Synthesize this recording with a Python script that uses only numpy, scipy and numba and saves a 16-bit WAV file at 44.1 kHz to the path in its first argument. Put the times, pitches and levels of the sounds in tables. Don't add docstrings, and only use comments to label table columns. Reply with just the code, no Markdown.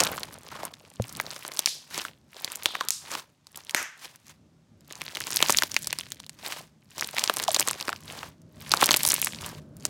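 import sys
import numpy as np
from scipy import signal
from scipy.fft import rfft, irfft
from scipy.io import wavfile
from scipy.ndimage import uniform_filter1d
from numba import njit

SR = 44100
rng = np.random.default_rng(int(sys.argv[2]) if len(sys.argv) > 2 else 0)


def unload_wav(signal):
    wavfile.write(
        sys.argv[1],
        SR,
        np.round(np.clip(np.atleast_2d(signal).T, -1, 1) * 32767).astype(np.int16),
    )


N = 436149


def gain(db):
    return 10 ** (np.asarray(db) / 20)


def unit_rms(x):
    return x / np.sqrt(np.mean(x ** 2))


def unit_peak(x):
    return x / np.abs(x).max()


def curves(table):
    times, *columns = np.transpose(table)
    return np.array([np.interp(np.arange(N) / SR, times, column) for column in columns])


def shaped_noise(spectrum):
    hz, db = np.transpose(spectrum)
    bin_hz = np.arange(1, N // 2 + 2) * SR / N
    bin_db = np.interp(np.log(bin_hz), np.log(hz), db, left=-99)
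    return unit_rms(irfft(rfft(rng.standard_normal(N)) * gain(bin_db), N))


def resonate(x, hz, width_hz):
    return signal.lfilter(*signal.iirpeak(min(hz, .45 * SR), hz / width_hz, fs=SR), x)


def decay(count, t60):
    return 1000. ** (-np.arange(count) / SR / t60)


def fluctuation(rate_hz):
    hold = int(SR / rate_hz)
    steps = np.repeat(rng.standard_normal(N // hold + 1), hold)
    return uniform_filter1d(steps, hold)[:N]


def add(out, onset, x):
    i = int(onset * SR)
    out[i:i + len(x)] += x[:N - i]


# f/Hz, relative level/dB
ROOM_SPECTRUM = [(700, -1.5), (1500, -10), (6500, -13.5), (16000, -30.5)]
def room_hiss(rms_db=-73):
    return gain(rms_db) * shaped_noise(ROOM_SPECTRUM)


# t/s, level/dB
RUMBLE_LEVELS = [(0.0, -43.5), (0.34, -53.5), (0.87, -62), (1.15, -52), (1.65, -68), (2.1, -55.5),
                 (2.36, -67), (3.1, -64), (3.99, -68.5), (4.38, -58.5), (4.86, -60.5), (5.55, -51),
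                 (6.85, -61), (7.46, -54.5), (9.89, -43.5)]
# f/Hz, relative level/dB
RUMBLE_SPECTRUM = [(30, -20), (70, -7), (102, -3.5), (125, -8), (153, 0.5), (185, -9), (215, -6.5),
                   (485, -23), (615, -18.5), (750, -35.5), (1500, -35.5), (2200, -55.5), (4000, -80.5)]
def rumble():
    noise = shaped_noise(RUMBLE_SPECTRUM)
    level_db = curves(RUMBLE_LEVELS)[0] + 2.5 * fluctuation(rate_hz=20)
    return noise * gain(level_db)


# f/Hz, relative level/dB, T60/s
TABLE_MODES = [(118.8, 4.5, 0.11), (516, 9, 0.015), (205.3, 3, 0.047)]
# t/s, level/dB
TABLE_SLAPS = [(.998, -23)]
def table_slap():
    out, t = np.zeros(N), np.arange(SR // 4) / SR
    ring = sum(gain(db) * np.sin(2 * np.pi * hz * t) * decay(len(t), t60) for hz, db, t60 in TABLE_MODES)
    for onset, db in TABLE_SLAPS:
        add(out, onset, gain(db) * ring)
    return out


# f/Hz, bandwidth/Hz, level/dB
BODY_RESONANCES = [(360, 170, -2), (607, 54, -1), (1002, 386, 5)]
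def slime_body(force):
    return sum(gain(db) * resonate(force, hz, width) for hz, width, db in BODY_RESONANCES)


@njit
def ruptures(starts, hz, cycles, sizes):
    out = np.zeros(N)
    for k in range(len(starts)):
        phasor, pole = sizes[k] + 0j, np.exp(hz[k] / SR * (2j * np.pi - 1 / cycles))
        softening, damping = 1., np.exp(-hz[k] / SR / cycles)
        end = min(N, starts[k] + int(8 * cycles * SR / hz[k]))
        for i in range(starts[k], end):
            out[i] += phasor.imag * (1 - softening)
            phasor *= pole
            softening *= damping
    return out


def crackle(per_second, centres_hz, cycles, spread_db):
    when, pitch, chance, *draws = rng.random((N // 40, 9))[:int(per_second * N / SR)].T
    lags, detunings = draws[:3], draws[3:]
    sizes = gain(spread_db * np.minimum(-np.log(1 - chance), 2.47))
    low, high = centres_hz
    centre_hz = low * (high / low) ** pitch
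    starts = np.concatenate([when * N + .0008 * SR * lag for lag in lags]).astype(np.int64)
    step_hz = np.concatenate([centre_hz * (0.71 + 0.8 * detuning) for detuning in detunings])
    return unit_rms(ruptures(starts, np.minimum(step_hz, .4 * SR), cycles, np.tile(sizes, 3)))


def swell(levels, rise_db_per_s=259, fall_db_per_s=179):
    t = np.arange(N) / SR
    before = np.maximum(levels[0][0] - t, 0)
    after = np.maximum(t - levels[-1][0], 0)
    return gain(curves(levels) - rise_db_per_s * before - fall_db_per_s * after)


# t/s, duration/s, film level/dB, squelch level/dB
PEEL_STROKES = [(0.54, 0.12, -46.5, -38.5), (1.949, .12, -34.5, -40.5), (3.111, 0.078, -34.5, -37),
                (3.778, 0.042, -41.5, -36.5), (4.05, 0.014, -38.5, -48), (4.106, 0.045, -57, -63.5),
                (4.275, 0.038, -50, -56.5), (6.468, .13, -32.5, -38), (8.103, 0.18, -39.5, -42.5),
                (9.433, 0.066, -40, -43), (9.532, 0.052, -50.5, -53.5)]
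def peel_envelopes(sag_db_per_s=38, tail_db=-8):
    envelopes = np.zeros((2, N))
    for onset, duration, *start_db in PEEL_STROKES:
        end_db = np.array(start_db) - sag_db_per_s * duration
        levels = [(onset, *start_db), (onset + duration, *end_db)]
        envelopes += swell(levels, fall_db_per_s=688) + gain(tail_db) * swell(levels)
    return envelopes


# f/Hz, relative level/dB
FILM_SPECTRUM = [(1500, 0), (4500, -1.5), (15000, -12.5)]
# t/s, film level/dB, squelch level/dB
CRACKLE_CURVES = [
    [(0, -26.5, -21), (.12, -35.5, -32), (.26, -42.5, -45), (.44, -51.5, -51), (.71, -58.5, -58),
     (.94, -55, -57)],
    [(1.02, -48, -50), (1.21, -44, -43.5), (1.44, -37.5, -47), (1.51, -47, -46), (1.64, -37, -49.5),
     (1.86, -60, -68)],
    [(2.38, -39.5, -45), (2.62, -43.5, -47), (2.67, -35.5, -41), (2.84, -46.5, -44.5), (3.03, -61, -82)],
    [(3.5, -61, -66), (3.58, -49, -49), (3.73, -57, -75)],
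    [(4.91, -47, -51), (5.17, -39, -46), (5.51, -27, -37.5), (5.71, -39, -49.5), (5.78, -35.5, -60),
     (5.94, -41.5, -52.5), (6.13, -49, -68), (6.33, -62.5, -90)],
    [(6.99, -33, -41.5), (7.07, -39, -48), (7.18, -31, -36), (7.45, -33.5, -37.5), (7.55, -32, -40.5),
     (7.8, -39.5, -43), (7.9, -37.5, -40)],
    [(8.57, -51.5, -54), (8.69, -39, -45), (8.74, -33, -32.5), (8.84, -28, -31.5), (9.02, -28.5, -39.5),
     (9.21, -31.5, -48), (9.36, -46, -56)],
    [(9.84, -47.5, -53), (9.89, -38, -47)],
]
def kneading():
    film, wet = sum(swell(levels) for levels in CRACKLE_CURVES)
    peel_film, peel_wet = peel_envelopes()
    gusts = fluctuation(rate_hz=120)
    fizz = shaped_noise(FILM_SPECTRUM) * gain(3.4 * gusts)
    ticks = crackle(per_second=160, centres_hz=(2260, 15200), cycles=0.61, spread_db=7.5)
    smacks = crackle(per_second=150, centres_hz=(520, 2520), cycles=0.7, spread_db=3.5)
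    rub = unit_rms(slime_body(rng.standard_normal(N))) * gain(4.7 * gusts)
    return (film * (gain(-11) * fizz + gain(-3) * ticks)
            + wet * (gain(-7) * smacks + gain(-10) * rub)
            + peel_film * (gain(-9) * fizz + gain(-10) * ticks)
            + peel_wet * (gain(-9) * smacks + gain(-8.5) * rub))


# t/s, level/dB, f/Hz, resonator bandwidth/Hz, T60/s
AIR_JETS = [(1.675, -29.5, 4670, 3600, 0.4), (2.664, -38, 3570, 1400, 0.82), (2.812, -43, 1230, 700, 0.52),
            (2.915, -32, 6160, 5850, 0.4), (3.76, -28.5, 1780, 1320, 0.51),
            (3.758, -31.5, 6140, 2610, 0.37), (3.76, -38, 11800, 3000, 0.26),
            (1.678, -41.5, 9980, 4960, 0.35), (9.223, -33.5, 7630, 5030, 0.37)]
def leaks(attack_s=0.002):
    out, t = np.zeros(N), np.arange(SR // 2) / SR
    for onset, db, hz, width, t60 in AIR_JETS:
        air = rng.standard_normal(len(t))
        band = resonate(resonate(air, hz, width), hz, width)
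        jet = unit_rms(band) + gain(-28) * air
        envelope = (1 - np.exp(-t / attack_s)) * decay(len(t), t60) * np.cos(np.pi * t)
        add(out, onset, gain(db) * jet * envelope)
    return out


# t/s, peak level/dB, final f/Hz, T60/s
WET_BUBBLES = [(1.199, -21, 1580, 0.014), (2.808, -20.5, 1020, 0.03), (7.482, -14, 634, 0.041)]
def gulps(start_ratio=1.92, glide_s=0.0021, attack_s=0.0018):
    out, t = np.zeros(N), np.arange(3600) / SR
    for onset, db, final_hz, t60 in WET_BUBBLES:
        hz = final_hz * (1 + (start_ratio - 1) * np.exp(-t / glide_s))
        envelope = (1 - np.exp(-t / attack_s)) * decay(len(t), t60)
        note = np.sin(2 * np.pi * np.cumsum(hz) / SR) * envelope
        add(out, onset, gain(db) * unit_peak(note))
    return out


# t/s, cavity peak level/dB, cavity f/Hz, thud level/dB re cavity peak
AIR_POCKETS = [(.0036, 3, 4960, -29.5), (0.0365, -2.5, 6030, -28.5), (0.1788, -19, 1290, -2),
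               (0.2325, -15.5, 3860, -29), (0.6322, -17.5, 714, -32.5), (.6524, -13.5, 9500, -15),
               (.7388, -25, 4010, -26), (1.022, -19.5, 4900, -28), (1.094, -23.5, 6000, -32),
               (1.126, -23, 11000, -35), (1.17, -19, 10600, -31), (1.2, -13.5, 1700, -3),
               (1.2121, -16.5, 11300, -27), (1.345, -31, 6000, -25), (1.363, -22, 2490, -6),
               (1.45, -21.5, 2000, -2), (1.4794, -17, 8800, -18), (1.5182, -21, 2000, -16),
               (1.572, -16, 5500, -36.5), (1.592, -0.5, 5400, -17), (1.6596, 0.5, 4680, -29),
               (1.6734, -12.5, 2490, -12), (1.978, -11, 6960, -6), (2.051, -16.5, 1430, -9),
               (2.446, -8, 4950, -18), (2.5193, -15.5, 9000, -36), (2.5569, -16, 7960, -36),
               (2.634, -17, 10500, -41), (2.658, 0.5, 3200, -16), (2.7527, -11.5, 814, -18),
               (2.8097, -9, 1285, -25.5), (2.8863, -4, 6600, -40), (2.9057, -3.5, 6600, -38),
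               (3.152, -16, 2500, -1.5), (3.4693, -28.5, 4760, -14), (3.5598, -23, 8700, -31),
               (3.574, -21, 8900, -13), (3.6952, -15.5, 3170, -43.5), (3.7093, -18, 6900, -43),
               (3.747, -1, 2000, -12), (3.7469, -4, 6300, -42), (3.828, -16.5, 7760, -25),
               (4.159, -31, 8900, -35.5), (4.808, -41.5, 5940, -30), (4.909, -28.5, 1220, 1.5),
               (4.9247, -21, 6000, -34), (5.017, -15.5, 2930, -8.5), (5.1506, -18, 3540, -20),
               (5.1552, -17, 3130, -15), (5.1703, -15, 2680, -36), (5.204, -14.5, 9300, -34),
               (5.2694, -16.5, 5670, -11.5), (5.3059, -20, 7260, -5), (5.344, -20, 3750, -36),
               (5.361, -3, 11000, -32), (5.3697, -2.5, 4740, -28), (5.404, -14, 2350, -3.5),
               (5.4261, 3.5, 2880, -11), (5.496, -4.5, 1480, -4), (5.5014, -14, 1020, -3.5),
               (5.5046, -0.5, 6800, -16), (5.5241, -2, 6700, -43), (5.5721, -1.5, 7140, -36.5),
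               (5.5861, 1.5, 3600, -24), (5.6222, -5, 1490, -14), (5.6348, -4, 4840, -9.5),
               (5.717, -15.5, 5050, -22), (5.7433, -13, 5000, -12), (5.7653, -1, 2580, -23),
               (5.822, -22, 8680, -24), (5.845, -22.5, 5300, -27.5), (5.872, -6, 7000, -20.5),
               (5.9286, -5, 2340, -23), (5.9875, -13.5, 5340, -6.5), (6.01, -17.5, 3520, -35),
               (6.12, -14, 4700, -43), (6.201, -23, 4430, -16), (6.2649, -29, 3760, -11),
               (6.2947, -19.5, 5050, -20), (6.463, -16, 4400, -21), (6.523, -14.5, 2290, -12),
               (6.9813, -21, 5700, -1), (7.01, -9, 5650, -19), (7.0888, -20, 4010, -10),
               (7.167, -15.5, 1970, -30), (7.1832, -5, 2330, -8), (7.1942, -5, 5730, -31),
               (7.2392, 0, 4840, -18.5), (7.2972, -2, 1050, -38), (7.369, -9.5, 7400, -11),
               (7.399, -10, 1340, -34), (7.4495, -25, 4900, -23.5), (7.4805, -6.5, 3890, -15),
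               (7.519, -23, 6700, -16), (7.5455, 0.5, 4760, -24), (7.5635, -5, 3860, -10.5),
               (7.567, -17.5, 790, -14), (7.5967, 1, 6130, -18), (7.607, -2, 8350, -16),
               (7.6744, -8.5, 7700, -24), (7.677, -9.5, 725, -31), (7.6852, -3.5, 5730, -9),
               (7.7111, -9.5, 8300, -8), (7.81, -13.5, 5170, -8), (7.8814, -13.5, 970, -3.5),
               (7.892, -9.5, 1480, -34), (7.9288, -16.5, 1260, -33), (8.231, -20.5, 1200, -11),
               (8.418, -41, 6900, -29), (8.7172, -2.5, 4600, -17), (8.7199, -3.5, 4500, -39.5),
               (8.7378, -1, 1080, -5), (8.8238, -4, 740, -19), (8.8275, -10.5, 1030, 7),
               (8.8417, -6.5, 5430, -22), (8.859, 0, 10370, -34), (8.8785, -17, 1970, -28.5),
               (8.8906, -6, 2410, -3.5), (8.9089, 3.5, 4000, -14), (8.9161, -0.5, 3840, -17),
               (8.9416, 2.2, 2570, -10), (8.9635, -4, 11000, -21), (8.9698, -1, 7700, -21),
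               (9.033, -0.5, 8000, -44), (9.051, -0.5, 6050, -15.5), (9.064, -3, 9770, -41),
               (9.0714, -5.5, 10370, -30.5), (9.076, -3, 9210, -43), (9.0885, 0, 9770, -34.5),
               (9.101, -5, 7700, -22), (9.1047, -1.5, 5200, -21), (9.1193, -1, 7700, -22),
               (9.1314, -20, 1030, 6), (9.141, 2.5, 9800, -25), (9.1812, -20, 2490, -5),
               (9.2167, 0, 10300, -35), (9.246, -3, 8500, -34), (9.2706, -9.5, 1530, -30),
               (9.4626, -13.5, 9600, -14.5), (9.768, -31.5, 8950, -35), (9.8527, -2.5, 6600, -14.5)]
def pops(snap_db=-12.5, flutter_db=-21.5, samples=1800):
    out, highpass = np.zeros(N), signal.butter(2, 6000, "high", fs=SR, output="sos")
    for onset, db, hz, thud_db in AIR_POCKETS:
        air = rng.standard_normal((4, samples))
        rush = air[:3] * decay(samples, t60=0.0026 + 3.5 / hz)
        rush[:, 0] = 2.95
        cavity = unit_peak(resonate(rush[0], hz, 0.51 * hz))
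        snap = gain(snap_db) * unit_peak(signal.sosfilt(highpass, rush[1]))
        thud = gain(thud_db) * unit_peak(slime_body(rush[2]))
        flutter = gain(flutter_db) * unit_rms(resonate(air[3], hz, 1.1 * hz)) * decay(samples, t60=0.03)
        add(out, onset, gain(db) * (cavity + snap + thud + flutter))
    return out


def scene():
    return (pops() + gulps() + leaks() + table_slap() + kneading() + rumble() + room_hiss())[None]


def record(dry, cutoff_hz=16400):
    pole = np.exp(2 * np.pi * (-300 + 500j) / SR)
    a = np.poly([pole, pole.conjugate()]).real
    b = a[::-1]
    delayed = signal.lfilter(b, a, signal.lfilter(b, a, dry))
    band = signal.sosfilt(signal.butter(2, [70, 16000], "band", fs=SR, output="sos"), delayed)
    rounded = np.tanh(1.1 * band) / 1.1
    return signal.sosfilt(signal.ellip(10, .2, 70, cutoff_hz, fs=SR, output="sos"), rounded)


dry = scene()
out = record(dry)
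unload_wav(out)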